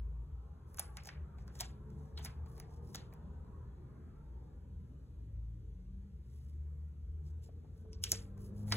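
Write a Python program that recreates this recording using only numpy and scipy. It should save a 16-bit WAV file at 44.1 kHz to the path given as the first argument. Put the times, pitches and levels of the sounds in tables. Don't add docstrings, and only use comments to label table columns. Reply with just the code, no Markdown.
import sys
import numpy as np
from scipy import signal
from scipy.fft import rfft, irfft, next_fast_len
from scipy.io import wavfile
from scipy.ndimage import uniform_filter1d, map_coordinates

SR = 44100
rng = np.random.default_rng(int(sys.argv[2]) if len(sys.argv) > 2 else 0)


def log_audio(samples):
    frames = np.atleast_2d(samples).T
    limited = np.clip(frames, -1, 1)
    pcm = np.round(limited * 32767).astype(np.int16)
    wavfile.write(sys.argv[1], SR, pcm)


N = 386360


def amp(db):
    return 10 ** (np.asarray(db) / 20)


def unit(x):
    return x / np.sqrt(np.mean(x ** 2) + 1e-20)


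def along(points, hz):
    f, value = np.transpose(points)
    return np.interp(np.log(hz + 1), np.log(f + 1), value)


def curves(rows):
    s, *columns = np.transpose(rows)
    return [np.interp(np.arange(N) / SR, s, column) for column in columns]


def gate(rows, fade):
    t = np.arange(N) / SR
    inside = np.minimum(t - rows[0][0], rows[-1][0] - t)
    return np.clip(inside / fade + 1, 0, 1)


def wobble(rate):
    coarse = np.arange(0, N + 16, 16)
    knots = rng.standard_normal(int(N * rate / SR) + 4)
    return np.interp(np.arange(N), coarse, map_coordinates(knots, [coarse * rate / SR]))


def filtered(x, response):
    m = next_fast_len(N + SR // 4)
    return irfft(rfft(x, m) * response(np.fft.rfftfreq(m, 1 / SR)), m)[..., :N]


def diffuse(pair, gain):
    # (frequency [Hz], correlation [0-1])
    likeness = [(60, 0.98), (130, 0.91), (290, 0.82), (640, 0.52), (1000, 0.21), (1800, 0.58),
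                (2800, 0.055), (4200, 0.74), (5000, 1), (16000, 0.92)]

    def mid_side_gain(hz):
        turn = np.arccos(np.clip(along(likeness, hz), -1, 1)) / 2
        return gain(hz) * [np.cos(turn), np.sin(turn)]

    mid, side = filtered(pair, mid_side_gain)
    return np.array([mid + side, mid - side])


def rush(spectrum, patchy_db):
    z = signal.stft(rng.standard_normal((2, N)), nperseg=2048)[2]
    field = uniform_filter1d(rng.standard_normal(z.shape[1:]), size=3, axis=0)
    field = uniform_filter1d(field, size=7, axis=1)
    pair = signal.istft(z * amp(patchy_db * unit(field)), nperseg=2048)[1][:, :N]
    return unit(diffuse(pair, lambda hz: amp(along(spectrum, hz))))


def tone(hz, db, rough_db):
    cycles = np.cumsum(hz * np.ones(N)) / SR + rng.random()
    return np.sqrt(2) * amp(db + rough_db * wobble(14)) * np.sin(2 * np.pi * cycles)


def vehicle():
    # (time [s], firing rate [Hz], relative load level [dB], lift of the orders above 1 [dB])
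    pulls = [
        [(0, 54.53, -42.5, -20), (.6, 59.5, -57.5, -1.5), (1.4, 65.83, -53, -1.5), (1.9, 70.87, -61, 12),
         (2.2, 72.7, -48, -7), (2.9, 78.95, -68.5, 17), (3.3, 80.6, -67, 4), (3.75, 82.6, -67.5, 1)],
        [(5.1, 51.57, -65.5, -2.5), (5.3, 53.37, -53, 9), (5.899, 61.92, -51, 4), (6.2, 67.2, -52, -2.5),
         (6.501, 73.34, -48.5, -8), (7.301, 77.36, -48.5, -7.5), (7.601, 84.23, -55, 0.5),
         (8.15, 96.3, -46.5, -3.5), (8.35, 97.8, -55.5, 5), (8.6, 103.6, -49.5, 2.5), (8.76, 105, -40, 4.5)],
    ]
    orders = (1, 1.5, 2, 3, 5, 6)
    pull_orders_db = [(0, -15.5, -5.5, -13.5, -15, -17), (0, -25.5, -8.5, -12.5, -22.5, -28.5)]
    # (frequency [Hz], gain [dB])
    wall = [(50, 10.5), (56, 1), (66, -3), (74, 2.5), (80, 4.5), (90, -3.5), (105, 4.5), (116, -1),
            (130, -10.5), (147, -1), (170, -10), (190, 2.5), (207, 1), (225, -21), (320, -13), (380, -10),
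            (430, 1), (500, -4.5)]
    # (time [s], frequency [Hz], relative level [dB])
    sinking = [(4.95, 58.8, -65.5), (5.268, 58.4, -47), (6.0, 46.97, -50.5)]
    # (time of the top [s], relative level [dB])
    swells = [(7.95, -65), (8.199, -60.5)]
    swell_hz, swell_s = 447, 0.11

    t = np.arange(N) / SR
    out = tone(*curves(sinking), rough_db=-1) * gate(sinking, 0.11)
    swell_db = np.max([db - 12 * ((t - s) / swell_s) ** 2 for s, db in swells], axis=0)
    out += tone(swell_hz + 14 * wobble(30), swell_db, rough_db=9.0)
    for rows, orders_db in zip(pulls, pull_orders_db):
        hz, load_db, upper_db = curves(rows)
        hz = hz * (1 + .006 * wobble(7) + .007 * wobble(25))
        pull = 0
        for k, order_db in zip(orders, orders_db):
            db = load_db + order_db + upper_db * (k > 1) + along(wall, k * hz)
            pull = pull + tone(k * hz, db, rough_db=2.0)
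        out += gate(rows, 0.13) * pull
    return out


def hum():
    # (frequency [Hz], width, scales the drift and sets its rate [Hz], relative level [dB])
    motors = [(59.5, 3.4, -56), (77.6, 5, -55), (119.3, 3.3, -64), (148.4, 3.7, -67.5)]
    return sum(tone(hz + width * 0.2943 * wobble(width), db, rough_db=4.5) for hz, width, db in motors)


def street():
    # (time [s], relative rumble level [dB], wash level [dB], lift of the wash's upper part [dB])
    passing = [(0.0, -68, -72.5, 0), (0.54, -69.5, -71, -4), (0.95, -67.5, -68.5, 4.5),
               (1.78, -63.5, -69, 3.5), (3.15, -63, -66, -7), (3.6, -64, -69.5, 7.5),
               (4.3, -65, -73.5, 6.5), (4.8, -66.5, -79.5, 4.5), (5.6, -71.5, -87.5, -4),
               (7.59, -69, -81.5, 2.5), (8.76, -59.5, -68, 2.5)]
    # (frequency [Hz], relative density [dB per Hz])
    rumble_colour = [(15, -42.5), (25, -10), (54, -5.5), (83, -14.5), (174, -12), (264, -22.5),
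                     (448, -23.5), (700, -44), (910, -78.5), (1540, -120)]
    # (frequency [Hz], relative density [dB per Hz])
    tyre_colour = [(260, -31), (450, -7), (719, -10.5), (783, -6), (1010, -7), (1570, -17.5), (2060, -31),
                   (2400, -35), (3120, -62), (5280, -120)]
    # (frequency [Hz], relative density [dB per Hz])
    hiss_colour = [(400, -22.5), (900, 2.5), (2000, -4.5), (4000, -7), (8000, -11), (12500, -13),
                   (14500, -24), (16500, -29.5)]
    split_hz = 1590

    rumble_db, wash_db, upper_db = curves(passing)
    rumble = amp(rumble_db + 10.0) * rush(rumble_colour, patchy_db=3)
    wash = rush(tyre_colour, patchy_db=4.5)
    upper = filtered(wash, lambda hz: 1 / (1 + (split_hz / (hz + 1)) ** 6))
    tyres = amp(wash_db + wobble(4.0)) * (wash + (amp(upper_db) - 1) * upper)
    hiss = amp(-82.5) * rush(hiss_colour, patchy_db=3.0)
    return rumble + tyres + hiss


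def rubs():
    # (start [s], end [s], relative low hiss level [dB], high hiss over low [dB])
    strokes = [(0.65, 0.776, -89, 5), (0.916, 0.992, -83, -5), (1.04, 1.094, -66, -12),
               (1.357, 1.456, -84, -8), (1.502, 1.622, -76.5, -3), (1.82, 2.2, -88, -1.5),
               (2.2, 2.28, -70.5, -6), (2.26, 2.42, -96, -6), (2.425, 2.636, -83, 2),
               (2.658, 2.814, -82.5, -5), (2.792, 3.032, -79.5, 0), (6.19, 6.623, -84.5, -1),
               (7.229, 7.327, -81, -4), (7.408, 7.497, -76, -4), (7.72, 7.861, -89, 0),
               (8.081, 8.119, -58, -3), (8.361, 8.529, -79.5, 4.5), (8.522, 8.666, -78.5, 1.5),
               (8.645, 8.845, -65.5, 4.5)]
    # (frequency [Hz], relative density [dB per Hz])
    low_colour = [(1500, -19.5), (3000, -3), (4500, -8), (6500, -1), (8500, -1), (11000, -33)]
    # (frequency [Hz], relative density [dB per Hz])
    high_colour = [(6000, -37), (8500, -1.5), (11000, -1.5), (15500, -4.5), (16500, -30)]

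    t = np.arange(0, N / SR + .002, .001)
    levels = 0
    for start, end, db, bright_db in strokes:
        progress = np.clip((t - start) / (end - start), 0, 1)
        swell = np.abs(np.sin(np.pi * progress)) ** 1.5
        levels = levels + amp([[db], [db + bright_db]]) * swell
    low, high = curves(np.transpose([t, *levels]))
    clumps = unit(amp(1.6 * wobble(65) + 2.4 * wobble(310)))
    return clumps * (low * rush(low_colour, patchy_db=3) + high * rush(high_colour, patchy_db=2.5))


def sheet(x):
    # (frequency [Hz], width [Hz], level over the plain sound [dB])
    resonances = [(796, 51, -0.5), (5015, 1100, 7), (9970, 820, 2), (15900, 1100, -5)]

    def response(f):
        return 1 + sum(amp(db) * 1j * f * w / (c * c - f * f + 1j * f * w) for c, w, db in resonances)

    return filtered(x, response)


def place(times, sounds, lead):
    out = np.zeros(N + SR)
    for s, sound in zip(times, sounds):
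        out[round(s * SR) - lead:][:len(sound)] += sound
    return out[:N]


def snaps():
    # (time [s], relative energy at the middle pitch [dB], tilt [dB per octave],
    # bend [dB per octave squared], time to fall 30 dB [ms], sharpness, below 0 counts as 0 [0-1],
    # ring pitch [Hz], ring level before its resonance gain [dB])
    snap_rows = [(0.745, -45, 2, 2.5, 1.8, 0.4, 10380, -7), (0.7729, -38.5, 3, 0.5, 3.1, 0.25, 9970, -2),
                 (0.7845, -33, -7.5, -3.5, 3.7, 0.7, 1200, -1.5),
                 (0.788, -26, 0, -2, 3.9, -0.5, 6950, -2.5), (0.7952, -22.5, 3, 2, 7.9, 0.43, 9900, -2.5),
                 (0.9705, -25, 1, -0.5, 11, 0.5, 2240, -7.5), (1.036, -50, 10, -1, 7.3, 0.4, 6300, -8),
                 (1.049, -47, 3, 0.5, 3, 0.2, 5740, -3), (1.0565, -39, 2, 1.5, 5.8, 0.4, 5950, -6),
                 (1.0724, -30.5, 1, 1.5, 13, 0.38, 5900, -11.5),
                 (1.0892, -26.5, -11.5, -6, 8.3, 0.53, 2250, -19),
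                 (1.385, -42.5, -3.5, 0, 5.1, 0.13, 2000, -29), (1.479, -38.5, -0.5, 0, 3, 0.4, 1470, -9),
                 (1.5535, -37.5, -0.5, 0.5, 10, 0.24, 7360, -4), (1.591, -45, 9, -0.5, 5.3, 0, 6700, -5),
                 (1.5999, -25, 1.5, -1, 11, 0, 3600, 1), (1.6041, -29.5, -2, 1, 11, 0.4, 7300, 1),
                 (1.6077, -17, 5, -1, 19, 0.6, 7460, -15), (1.6095, -41.5, -8, -0.5, 13, 0.7, 760, -1.5),
                 (1.903, -54, -1, 1.5, 4, 0.5, 6500, -13), (2.1759, -26.5, -5, -6.5, 12, 0.13, 3420, 0),
                 (2.189, -34.5, -0.5, 1.8, 21, 0, 7450, -17), (2.249, -26.5, 4, 2, 27, 0.3, 7300, -21),
                 (2.2595, -22.5, -3, -4, 25, 0.37, 2430, -23), (2.461, -44, -2.5, 0, 9.1, 0, 6500, -13),
                 (2.566, -46, -3, -2, 8.4, 0.1, 6000, -5), (2.5803, -43.5, 1, 2.8, 2.7, 0.3, 6285, -12),
                 (2.6002, -34.5, 3.5, 1.5, 3, 0.5, 2000, -7.5), (2.947, -23.5, 1, 1, 16, 0.2, 3800, -4),
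                 (2.9567, -30.5, 4.5, -1, 3, 0.57, 6500, -3.5), (3.127, -43.5, -3, 0.5, 7.4, 0, 1700, -11),
                 (3.1376, -54, 2, 2.5, 1.73, 0.7, 14650, 0), (7.931, -35, 6.5, -8, 1.7, 0.4, 5834, -7),
                 (8.0389, -12, 8, -2.5, 6.03, 0.42, 3000, -10), (8.1188, -9, 7, -1.5, 7, 0.62, 6846, -11),
                 (8.378, -47, 1, 1.5, 2.7, 0, 6360, -16), (8.679, -43.5, -6.5, -0.5, 13, 0.05, 1930, -16),
                 (8.716, -29, -10, -3, 14, 0.2, 2000, -7), (8.7226, -8, -3, -2.5, 12, 0.49, 4650, -7.5)]
    # (low edge [Hz], high edge [Hz])
    bands = [(600, 950), (1000, 2500), (2500, 5000), (5000, 8800), (8800, 14200)]
    crease_db = [-1.5, 2, -1, 0.5, -3]
    # (delay [s], level [dB])
    reflections = [(.0021, -15.5), (.0031, -15.5), (.0052, -19), (0.0106, -23)]
    mid_hz = 3500
    rise, burst = 3.0, 1.25
    lead_in_db = -17.5
    ring_q = 3.8

    lead = SR // 40
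    t = np.arange(-lead, lead) / SR
    s, mid_db, tilt_db, bend_db, ms, sharp, ring_hz, ring_db = np.transpose(snap_rows)[:, :, None]
    sharp = np.clip(sharp, 0, 1) ** 2
    chance = rng.standard_normal((len(s), 2, len(t)))
    age = np.abs(t) / (ms / 1000) * np.where(t < 0, rise, 1)
    shape = amp(-30 * age ** burst)
    shape += amp(lead_in_db + 60 * t / .05) * (t < 0)
    clumps = amp(16 * uniform_filter1d(chance[:, 1], size=15))
    crackle = shape * chance[:, 0] * clumps

    near = far = 0
    for k, (band, shared_db) in enumerate(zip(bands, crease_db)):
        octaves = np.log2(np.sqrt(np.prod(band)) / mid_hz)
        db = mid_db + tilt_db * octaves + bend_db * octaves ** 2 + shared_db
        sos = signal.butter(2, band, "bandpass", fs=SR, output="sos")
        step = signal.sosfilt(sos, (-1.) ** k * (t == 0))
        step /= np.linalg.norm(step, axis=-1, keepdims=True)
        rough = signal.sosfilt(sos, crackle)
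        rough /= np.linalg.norm(rough, axis=-1, keepdims=True)
        near = near + amp(db) * (np.sqrt(sharp) * step + np.sqrt(1 - sharp) * rough)
        far = far + amp(db) * step

    f = np.fft.rfftfreq(len(t), 1 / SR)
    ring = 1 + amp(ring_db) * 1j * f * ring_hz / (ring_hz ** 2 - f * f + 1j * f * ring_hz / ring_q)
    slide = np.exp(-2j * np.pi * .002 * (2 * np.sqrt(1000 * f) - f * np.sqrt(1000 / 8000)))
    near = place(s[:, 0], irfft(rfft(near) * ring * slide, len(t)), lead)
    far = place(s[:, 0], irfft(rfft(far) * ring, len(t)), lead)
    answers = sum(amp(db) * np.roll(near, round(delay * SR)) for delay, db in reflections)
    return near + answers, far


def room(x):
    # (frequency [Hz], time to fall 60 dB [s])
    decay = [(500, 0.34), (2500, 0.33), (6000, 0.2), (14000, 0.41)]
    # (frequency [Hz], gain [dB])
    far_colour = [(300, -1.5), (1500, 6.5), (4000, -2.5), (7000, -5.5), (15000, -19.5)]
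    lumpy_db = 3

    step, wet = SR // 5, np.zeros((2, N + SR))
    for k in range(0, N, step):
        part = x[k:k + step]
        if np.abs(part).max() > 1e-5:
            hz, t, z = signal.stft(rng.standard_normal((2, SR // 3)), SR, nperseg=256)
            lumps = uniform_filter1d(rng.standard_normal(z.shape[1:]), size=12, axis=0)
            lumps = unit(uniform_filter1d(lumps, size=2, axis=1))
            tail_db = lumpy_db * lumps - 60 * t / along(decay, hz)[:, None]
            tail = signal.istft(z * amp(tail_db), SR, nperseg=256)[1]
            answer = signal.fftconvolve(part[None], tail / np.linalg.norm(tail[0]), axes=1)
            wet[:, k + SR // 300:][:, :answer.shape[1]] += answer
    return diffuse(wet[:, :N], lambda hz: amp(along(far_colour, hz)))


def desk_top():
    # (time [s], level [dB])
    taps = [(7.487, -54.5), (7.642, -58), (7.85, -59), (8.123, -42), (8.726, -47)]
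    # (time [s], level [dB])
    palm = [(8.6, -93), (8.75, -48), (8.76, -47)]
    # (frequency [Hz], relative density [dB per Hz])
    wood = [(100, -9.5), (250, 5), (500, 6), (900, -1), (1400, -16), (2200, -25.5), (3200, -25.5),
            (5000, -46)]

    t = np.arange(SR // 10) / SR
    s, db = np.transpose(taps)
    puffs = amp(db[:, None] - 60 * t / 0.087) * (1 - np.exp(-t / .002))
    landing = amp(curves(palm)[0]) * gate(palm, .013)
    return (place(s, puffs, lead=0) + landing) * rush(wood, patchy_db=2.5)


def scene():
    low = (vehicle() + hum()) * amp([[.6], [-.6]])
    outside = street()
    sticker, into_room = snaps()
    paper = sheet(rubs() + amp(-6.5) * sticker + amp(-14) * room(into_room))
    return low + outside + paper + desk_top()


def record(dry):
    # (frequency [Hz], lead of the left channel [radians])
    left_lead = [(0, 0), (1000, -.5), (1900, 0), (3300, 1.4), (4850, 3.14), (15400, 18.85), (17000, 19)]
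    top_hz = 16800
    f, radians = np.transpose(left_lead)

    def response(hz):
        cut = np.clip((top_hz - hz) / 900, 0, 1) ** 2 / (1 + (30 / (hz + 1)) ** 4)
        return np.exp(.5j * np.interp(hz, f, radians) * [[1], [-1]]) * cut

    return filtered(dry, response)


dry = scene()
out = record(dry)
log_audio(out)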